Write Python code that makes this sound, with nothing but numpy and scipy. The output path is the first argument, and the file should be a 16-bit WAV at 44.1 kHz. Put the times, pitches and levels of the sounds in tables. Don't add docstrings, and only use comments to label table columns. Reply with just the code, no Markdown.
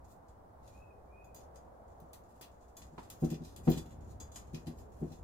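import sys
import numpy as np
from scipy import signal
from scipy.fft import rfft, irfft
from scipy.io import wavfile
from scipy.ndimage import uniform_filter1d

SR = 44100
rng = np.random.default_rng(int(sys.argv[2]) if len(sys.argv) > 2 else 0)


def waveform_to_disk(signal):
    frames = np.transpose(np.atleast_2d(signal))
    scaled = np.clip(frames, -1, 1) * 32767
    samples = np.round(scaled).astype(np.int16)
    wavfile.write(sys.argv[1], SR, samples)


N = 230675
TIME = np.arange(N) / SR
RING_TIME = TIME[:SR // 2]
SPOKE_PAN_DB = 1.2

# pitch_hz [Hz], likeness [-1 to 1]
STEREO_LIKENESS = [(30, 1), (250, 0.78), (500, 0.024), (900, -0.076), (2000, -0.15), (16000, 0.11)]
# pitch_hz [Hz], level_db [dB]
ROOM_SPECTRUM = [(25, -10.5), (45, -10), (62, 3), (78, -11), (110, -15), (170, -15), (400, -15.5),
                 (750, -10), (1200, -21), (1800, -32.5), (2600, -46.5), (7000, -47.5), (16000, -49)]
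# pitch_hz [Hz], level_db [dB]
RUMBLE_SPECTRUM = [(22, -15.5), (36, -21), (48, -3), (57, 6), (64, -2), (73, 2.5), (100, -0.5), (135, -8.5),
                   (250, -12.5), (500, -20)]
# time_s [s], level_db [dB]
LEAN_LEVEL = [(0.0, -65.5), (0.99, -67), (1.32, -63.5), (2.32, -66.5), (2.47, -73), (2.69, -76),
              (2.85, -61), (3.09, -66.5), (3.54, -55.5), (4.22, -53.5), (4.31, -59), (5.23, -55.5)]
# time_s [s], level_db [dB]
SLEEVE_LEVEL = [(0.0, -65), (1.38, -59.5), (1.44, -58.5), (2.13, -60), (2.58, -70), (2.85, -66.5),
                (3.36, -63), (4.6, -63), (4.88, -59), (5.23, -63)]
# time_s [s], pitch_hz [Hz]
SLEEVE_CENTRE = [(0, 770), (.6, 680), (1.0, 480), (1.6, 613), (2.7, 603), (3.3, 403), (4.3, 580),
                 (5.0, 405)]
# start_s [s], top_pitch_hz [Hz], level_db [dB]
WHISTLE_EVENTS = [(.68, 2584, -66), (1.058, 2532, -65)]
# start_s [s], level_db [dB], loss_per_rebound_db [dB]
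RIM_DROPS = [(2.014, -40, 23), (2.921, -41, 17), (3.222, -12.5, 8), (3.672, -8, 16), (4.532, -26, 19),
             (4.666, -25, 21), (5.015, -20, 14.5)]
# pitch_hz [Hz], level_db [dB], t60_s [s]
BENCH_MODES = [(36, -27, .45), (63, -21, .3), (158, 1, .15), (238, -4, .17), (335, -4, .15), (380, -9, .13),
               (445, -17, .14), (488, -13, .15), (618, -24, .16), (686, -22, .16), (756, -18, .15)]
# pitch_hz [Hz], level_db [dB]
BUMP_SPECTRUM = [(25, -21), (70, -8.5), (160, -3), (350, 0), (700, -21.5), (1400, -32.5), (3000, -47)]
# start_s [s], level_db [dB]
FINGER_KNOCKS = [(2.41, -49), (2.98, -37), (3.674, -32.5)]
# pitch_hz [Hz], level_db [dB]
KNOCK_SPECTRUM = [(30, -14), (100, 1), (300, 3.5), (600, -6), (900, 1), (1300, -7), (1800, -12.5),
                  (4000, -24), (9000, -37)]
# pitch_hz [Hz], width_hz [Hz], level_db [dB]
WHEEL_RESONANCES = [(1910, 250, -4), (2460, 56, 1), (2510, 320, -9), (2730, 230, -3.5), (3170, 530, -5.5),
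                    (3463, 81, -2), (4110, 600, -1), (4970, 200, -2), (5270, 430, -4.5), (5950, 460, 1),
                    (7320, 53, -9), (6720, 240, 7.5), (7520, 710, 0), (8230, 3000, -2), (8100, 230, -22),
                    (9690, 91, 0), (10000, 35, -15), (10100, 1100, -4), (9760, 440, -33), (11080, 34, 1),
                    (12000, 270, -7), (11760, 190, -1), (12440, 92, 3), (13200, 140, -3.5),
                    (13200, 390, -14), (13950, 100, -21), (13500, 220, 0.5), (15300, 370, -24),
                    (14750, 430, -0.5)]
# pitch_hz [Hz], level_db [dB], t60_s [s]
SPOKE_MODES = [(3069, -10, .2), (3455, -1, .2), (4050, -7, .18), (4682, -8, .2), (4800, -3, .2),
               (5053, -7, .2), (6087, 0, .2), (7159, -2, .2), (7310, -8, .2), (8030, -11, .18),
               (12711, -10, .2)]
# time_s [s], level_db [dB]
RUBBING_LEVEL = [(0.0, -59), (0.26, -96), (2.81, -74), (3.01, -72), (3.68, -79), (3.98, -75.5), (4.53, -72),
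                 (5.23, -73.5)]
# middle_s [s], level_db [dB], treble_db [dB], half_length_s [s]
SPOKE_SLIDES = [(0.115, -52, -7, 0.037), (0.728, -50.5, -16, 0.095), (1.418, -52.5, -21, 0.028),
                (2.337, -56.5, -13, 0.056), (3.019, -47.5, -22, 0.05), (3.223, -47.5, -5, 0.032),
                (3.329, -39, -41, 0.03), (3.484, -42, -19, 0.041), (3.665, -46.5, -11, 0.018),
                (3.7174, -33, -36, 0.031), (3.7798, -35, -22, 0.012), (3.896, -47.5, -21, 0.051),
                (4.119, -52, -12, 0.033), (4.803, -49.5, -14, 0.035), (5.019, -52, -10, 0.099),
                (5.124, -47, -22, 0.035)]
# start_s [s], level_db [dB], treble_db [dB], clink_db [dB], crack_db [dB]
SPOKE_TICKS = [(0.2842, -60.5, -19, -6, -7), (0.6765, -54, -20, -11, -7), (1.2436, -58, 0, -6, -5),
               (1.346, -45, 8, -4, 8), (1.3618, -47.5, -22, -3, -9), (1.5573, -50.5, -18, -12.5, -2),
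               (2.002, -59, -3, -16, 16), (2.1324, -44.5, -4, -23, 9), (2.4119, -41.5, -9, -18, -6),
               (2.4254, -46, -47, -22, 6), (2.7682, -41, -4.5, -6, 0), (2.8185, -47.5, -33, -7, 2),
               (3.1014, -39.5, -9.5, -9, 13), (3.245, -42.5, -14, -13, -15), (3.3018, -43, -1, -5, -17),
               (3.5627, -43.5, -11, -16, 10.5), (3.699, -34, 8, -30, 0), (4.2015, -37, -12, 0, -2),
               (4.3182, -46.5, -11, -1, -15), (4.3585, -36, -18.5, -7, -12), (4.5449, -40, -29.5, -20, -12),
               (4.669, -43, -24, -21, -7)]


def from_db(db):
    return 10 ** (np.asarray(db) / 20)


def rms_one(x):
    return x / np.sqrt(np.mean(x ** 2) + 1e-20)


def at_hz(points, hz):
    known_hz, values = np.transpose(points)
    return np.interp(np.log(np.maximum(hz, 1)), np.log(known_hz), values)


def in_time(rows):
    return np.interp(TIME, *np.transpose(rows))


def noise(colour, size):
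    hz = np.fft.rfftfreq(size, 1 / SR)
    alike = np.clip(at_hz(STEREO_LIKENESS, hz), -1, 1)
    gain = from_db(at_hz(colour, hz)) / np.maximum(hz / colour[-1][0], 1) ** 2
    mid, side = rfft(rng.standard_normal((2, size))) * gain
    left_right = np.sqrt(1 + alike) * mid + np.sqrt(1 - alike) * side * [[1], [-1]]
    return rms_one(irfft(left_right, size))


def dying(t60):
    return np.exp(-np.log(1000) * RING_TIME / t60)


def add(out, sound, s, pan_db):
    start = int(s * SR)
    skip, end = max(-start, 0), min(start + sound.shape[1], N)
    out[:, start + skip:end] += sound[:, skip:end - start] * from_db([[pan_db / 2], [-pan_db / 2]])


def room(level_db=-58.5):
    return from_db(level_db) * noise(ROOM_SPECTRUM, N)


def bench_rumble(level_db=3, waver_db=1.5, waver_s=0.14):
    waver = waver_db * rms_one(uniform_filter1d(rng.standard_normal(N), size=int(waver_s * SR)))
    return from_db(in_time(LEAN_LEVEL) + level_db + waver) * noise(RUMBLE_SPECTRUM, N)


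def cloth_noise(centre_hz, width_octaves=0.85):
    out = np.zeros((2, N))
    edges = np.geomspace(200, 1400, 10)
    white = rng.standard_normal((2, 2, N))
    for k, (low, high) in enumerate(zip(edges, edges[1:])):
        band_filter = signal.butter(2, [low, high], "band", fs=SR, output="sos")
        band = signal.sosfilt(band_filter, white[k % 2])
        octaves_away = np.log2(np.sqrt(low * high) / centre_hz)
        out += band / (1 + (octaves_away / width_octaves) ** 2) ** 2
    return rms_one(out)


def sleeve(level_db=-66, swing=1.7):
    brush_db = in_time(SLEEVE_LEVEL)
    swell_db = swing * (brush_db - brush_db.mean())
    return from_db(level_db + swell_db) * cloth_noise(in_time(SLEEVE_CENTRE))


def whistles(level_db=-1, length_s=0.25, rise_s=0.16, rise_hz=348, break_at_s=0.192, break_half_s=0.016,
             flutter_hz=32, swell_power=1.6, echo_db=-2, echo_t60=0.31):
    tone = np.zeros(N)
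    flutter = flutter_hz * rms_one(uniform_filter1d(rng.standard_normal(N), size=300))
    for s, top_hz, db in WHISTLE_EVENTS:
        age = np.clip(TIME - s, 0, length_s)
        hz = top_hz - rise_hz * (1 - age / rise_s) ** 2
        swell = np.sqrt(np.abs(np.sin(np.pi * (age / length_s) ** swell_power)))
        unbroken = 1 - np.exp(-((age - break_at_s) / break_half_s) ** 2)
        glide = np.sin(2 * np.pi * np.cumsum(hz + flutter) / SR)
        tone += from_db(db + level_db) * swell * unbroken * glide
    echo = rng.standard_normal((2, len(RING_TIME))) * dying(echo_t60)
    echo = echo / np.linalg.norm(echo[0])
    return tone / 2 + from_db(echo_db) * signal.fftconvolve(tone[None], echo, axes=1)[:, :N]


def bumps(level_db=-4.5, thud_db=-12, thud_t60=0.26, upper_db=1, upper_hz=290, hardness_db_per_db=0.26,
          phase_spread=0.41, rebound_s=0.089, swell_s=0.014, lead_s=0.003995, pan_db=1.5):
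    out = np.zeros((2, N))
    swell = 1 - np.exp(-(RING_TIME / swell_s) ** 2)
    touches = [(s + k * rebound_s, peak_db - k * loss_db)
               for s, peak_db, loss_db in RIM_DROPS for k in range(3)]
    for s, peak_db in touches:
        body = from_db(thud_db) * noise(BUMP_SPECTRUM, len(RING_TIME)) * dying(thud_t60)
        hardness_db = hardness_db_per_db * peak_db + upper_db
        for hz, mode_db, t60 in BENCH_MODES:
            ear_phase = phase_spread * hz / upper_hz * rng.standard_normal((2, 1))
            phase = rng.uniform(0, 2 * np.pi) + ear_phase
            gain = from_db(mode_db + hardness_db * (hz > upper_hz))
            body = body + gain * np.sin(2 * np.pi * hz * RING_TIME + phase) * dying(t60)
        add(out, from_db(peak_db + level_db) * body * swell, s - lead_s, pan_db)
    return out


def knocks(level_db=-1, t60=0.098, tail_db=-17, tail_t60=0.74, rise_s=0.00398):
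    out = np.zeros((2, N))
    attack = 1 - np.exp(-RING_TIME / rise_s)
    envelope = np.hypot(dying(t60), from_db(tail_db) * dying(tail_t60)) * attack
    for s, peak_db in FINGER_KNOCKS:
        knock = noise(KNOCK_SPECTRUM, len(RING_TIME)) * envelope
        add(out, from_db(peak_db + level_db) * knock, s - rise_s / 2, 0)
    return out


def wheel_noise(treble_db, clink_db, scatter_db, corner_hz=8500, clink_hz=6900, clink_width_hz=1000,
                body_db=-15, body_hz=1500):
    hz = np.geomspace(100, SR / 2, 2000)
    centre, width, level_db = np.transpose(WHEEL_RESONANCES)[:, :, None]
    width = np.hypot(width, centre ** 2 / 400000)
    level_db = level_db + scatter_db * rng.standard_normal(centre.shape)
    level_db = level_db + treble_db * np.tanh(2 * np.log(centre / corner_hz)) / 2
    level_db = level_db + clink_db * np.exp(-((centre - clink_hz) / clink_width_hz) ** 2)
    peaks = from_db(level_db) / (1 + 2 * ((hz - centre) / width) ** 2)
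    body = from_db(body_db) / (1 + (hz / body_hz) ** 2)
    spectrum_db = 10 * np.log10(np.sum(peaks ** 2, axis=0) + body ** 2)
    return noise(np.column_stack([hz, spectrum_db]), len(RING_TIME))


def steel_ring(scatter_db=3.5, scatter_hz=9):
    hz, level_db, t60 = np.transpose(SPOKE_MODES)[:, :, None]
    gain = from_db(level_db + scatter_db * rng.standard_normal(hz.shape))
    hz = hz + scatter_hz * rng.standard_normal(hz.shape)
    phase = rng.uniform(0, 2 * np.pi, (2, len(hz), 1))
    modes = gain * np.sin(2 * np.pi * hz * RING_TIME + phase) * dying(t60)
    return np.sum(modes, axis=1) / np.linalg.norm(gain)


def rubbing(level_db=-6, slips_per_s=70, treble_db=-9, ring_db=-12, wheel_t60=0.2):
    slips = (rng.random(N) < slips_per_s / SR) * rng.standard_normal(N)
    dense = wheel_noise(treble_db, clink_db=6, scatter_db=0) * dying(wheel_t60)
    wheel = dense + from_db(ring_db) * steel_ring()
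    rub = rms_one(signal.fftconvolve(wheel, slips[None], axes=1)[:, :N])
    return from_db(in_time(RUBBING_LEVEL) + level_db) * rub


def slides(level_db=-12, ring_db=-4, slips_per_s=300, wheel_t60=0.16, lead_s=0.01, treble_db=8, clink_db=-1,
           skid_below_treble_db=-13, skid_db=-11.5, skid_treble_db=-16, skid_half_s=0.01):
    out = np.zeros((2, N))
    size = len(RING_TIME)
    middle = RING_TIME[-1] / 2
    firmest_db = np.max(np.array(SPOKE_SLIDES)[:, 1])
    skids = [(s, peak_db + skid_db, skid_treble_db, skid_half_s)
             for s, peak_db, bright_db, *_ in SPOKE_TICKS if bright_db < skid_below_treble_db]
    for s, peak_db, bright_db, half_length in list(SPOKE_SLIDES) + skids:
        slips = (rng.random(size) < slips_per_s / SR) * rng.standard_normal(size)
        slips = slips * np.exp(-((RING_TIME - middle) / half_length) ** 2)
        dense = wheel_noise(bright_db + treble_db, clink_db, scatter_db=2)
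        pressure = from_db((peak_db - firmest_db) / 2)
        wheel = dense * dying(wheel_t60) + pressure * from_db(ring_db) * steel_ring()
        slips = slips / (np.linalg.norm(slips) + 1e-9)
        scrape = signal.fftconvolve(wheel, slips[None], axes=1)
        add(out, from_db(peak_db + level_db) * scrape, s - middle - lead_s, SPOKE_PAN_DB)
    return out


def ticks(level_db=-11, ring_db=-5, crack_t60=0.012, crack_bright_db=5, dense_t60=0.19, tail_db=-20,
          tail_t60=0.16, treble_db=9, flange_db=13, rise_s=0.0007, thud_db=-9, thud_t60=0.63):
    out = np.zeros((2, N))
    attack = 1 - np.exp(-RING_TIME / rise_s)
    envelope = np.hypot(dying(dense_t60), from_db(tail_db) * dying(tail_t60))
    for s, peak_db, bright_db, clink_db, crack_db in SPOKE_TICKS:
        bright_db = bright_db + treble_db
        crack = wheel_noise(bright_db + crack_bright_db, clink_db=0, scatter_db=2) * dying(crack_t60)
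        dense = wheel_noise(bright_db, clink_db + flange_db, scatter_db=2.5) * envelope
        thud = noise(KNOCK_SPECTRUM, len(RING_TIME)) * dying(thud_t60)
        tick = from_db(crack_db) * crack + dense + from_db(ring_db) * steel_ring() + from_db(thud_db) * thud
        add(out, from_db(peak_db + level_db) * tick * attack, s - rise_s, SPOKE_PAN_DB)
    return out


def scene():
    workshop = room() + bench_rumble() + sleeve() + whistles()
    rim = bumps() + knocks()
    spokes = rubbing() + slides() + ticks()
    return workshop + rim + spokes


def record(dry, cutoff_hz=15950):
    low_pass = signal.firwin(401, cutoff_hz, fs=SR)
    return signal.fftconvolve(dry, low_pass[None], mode="same", axes=1)


dry = scene()
out = record(dry)
waveform_to_disk(out)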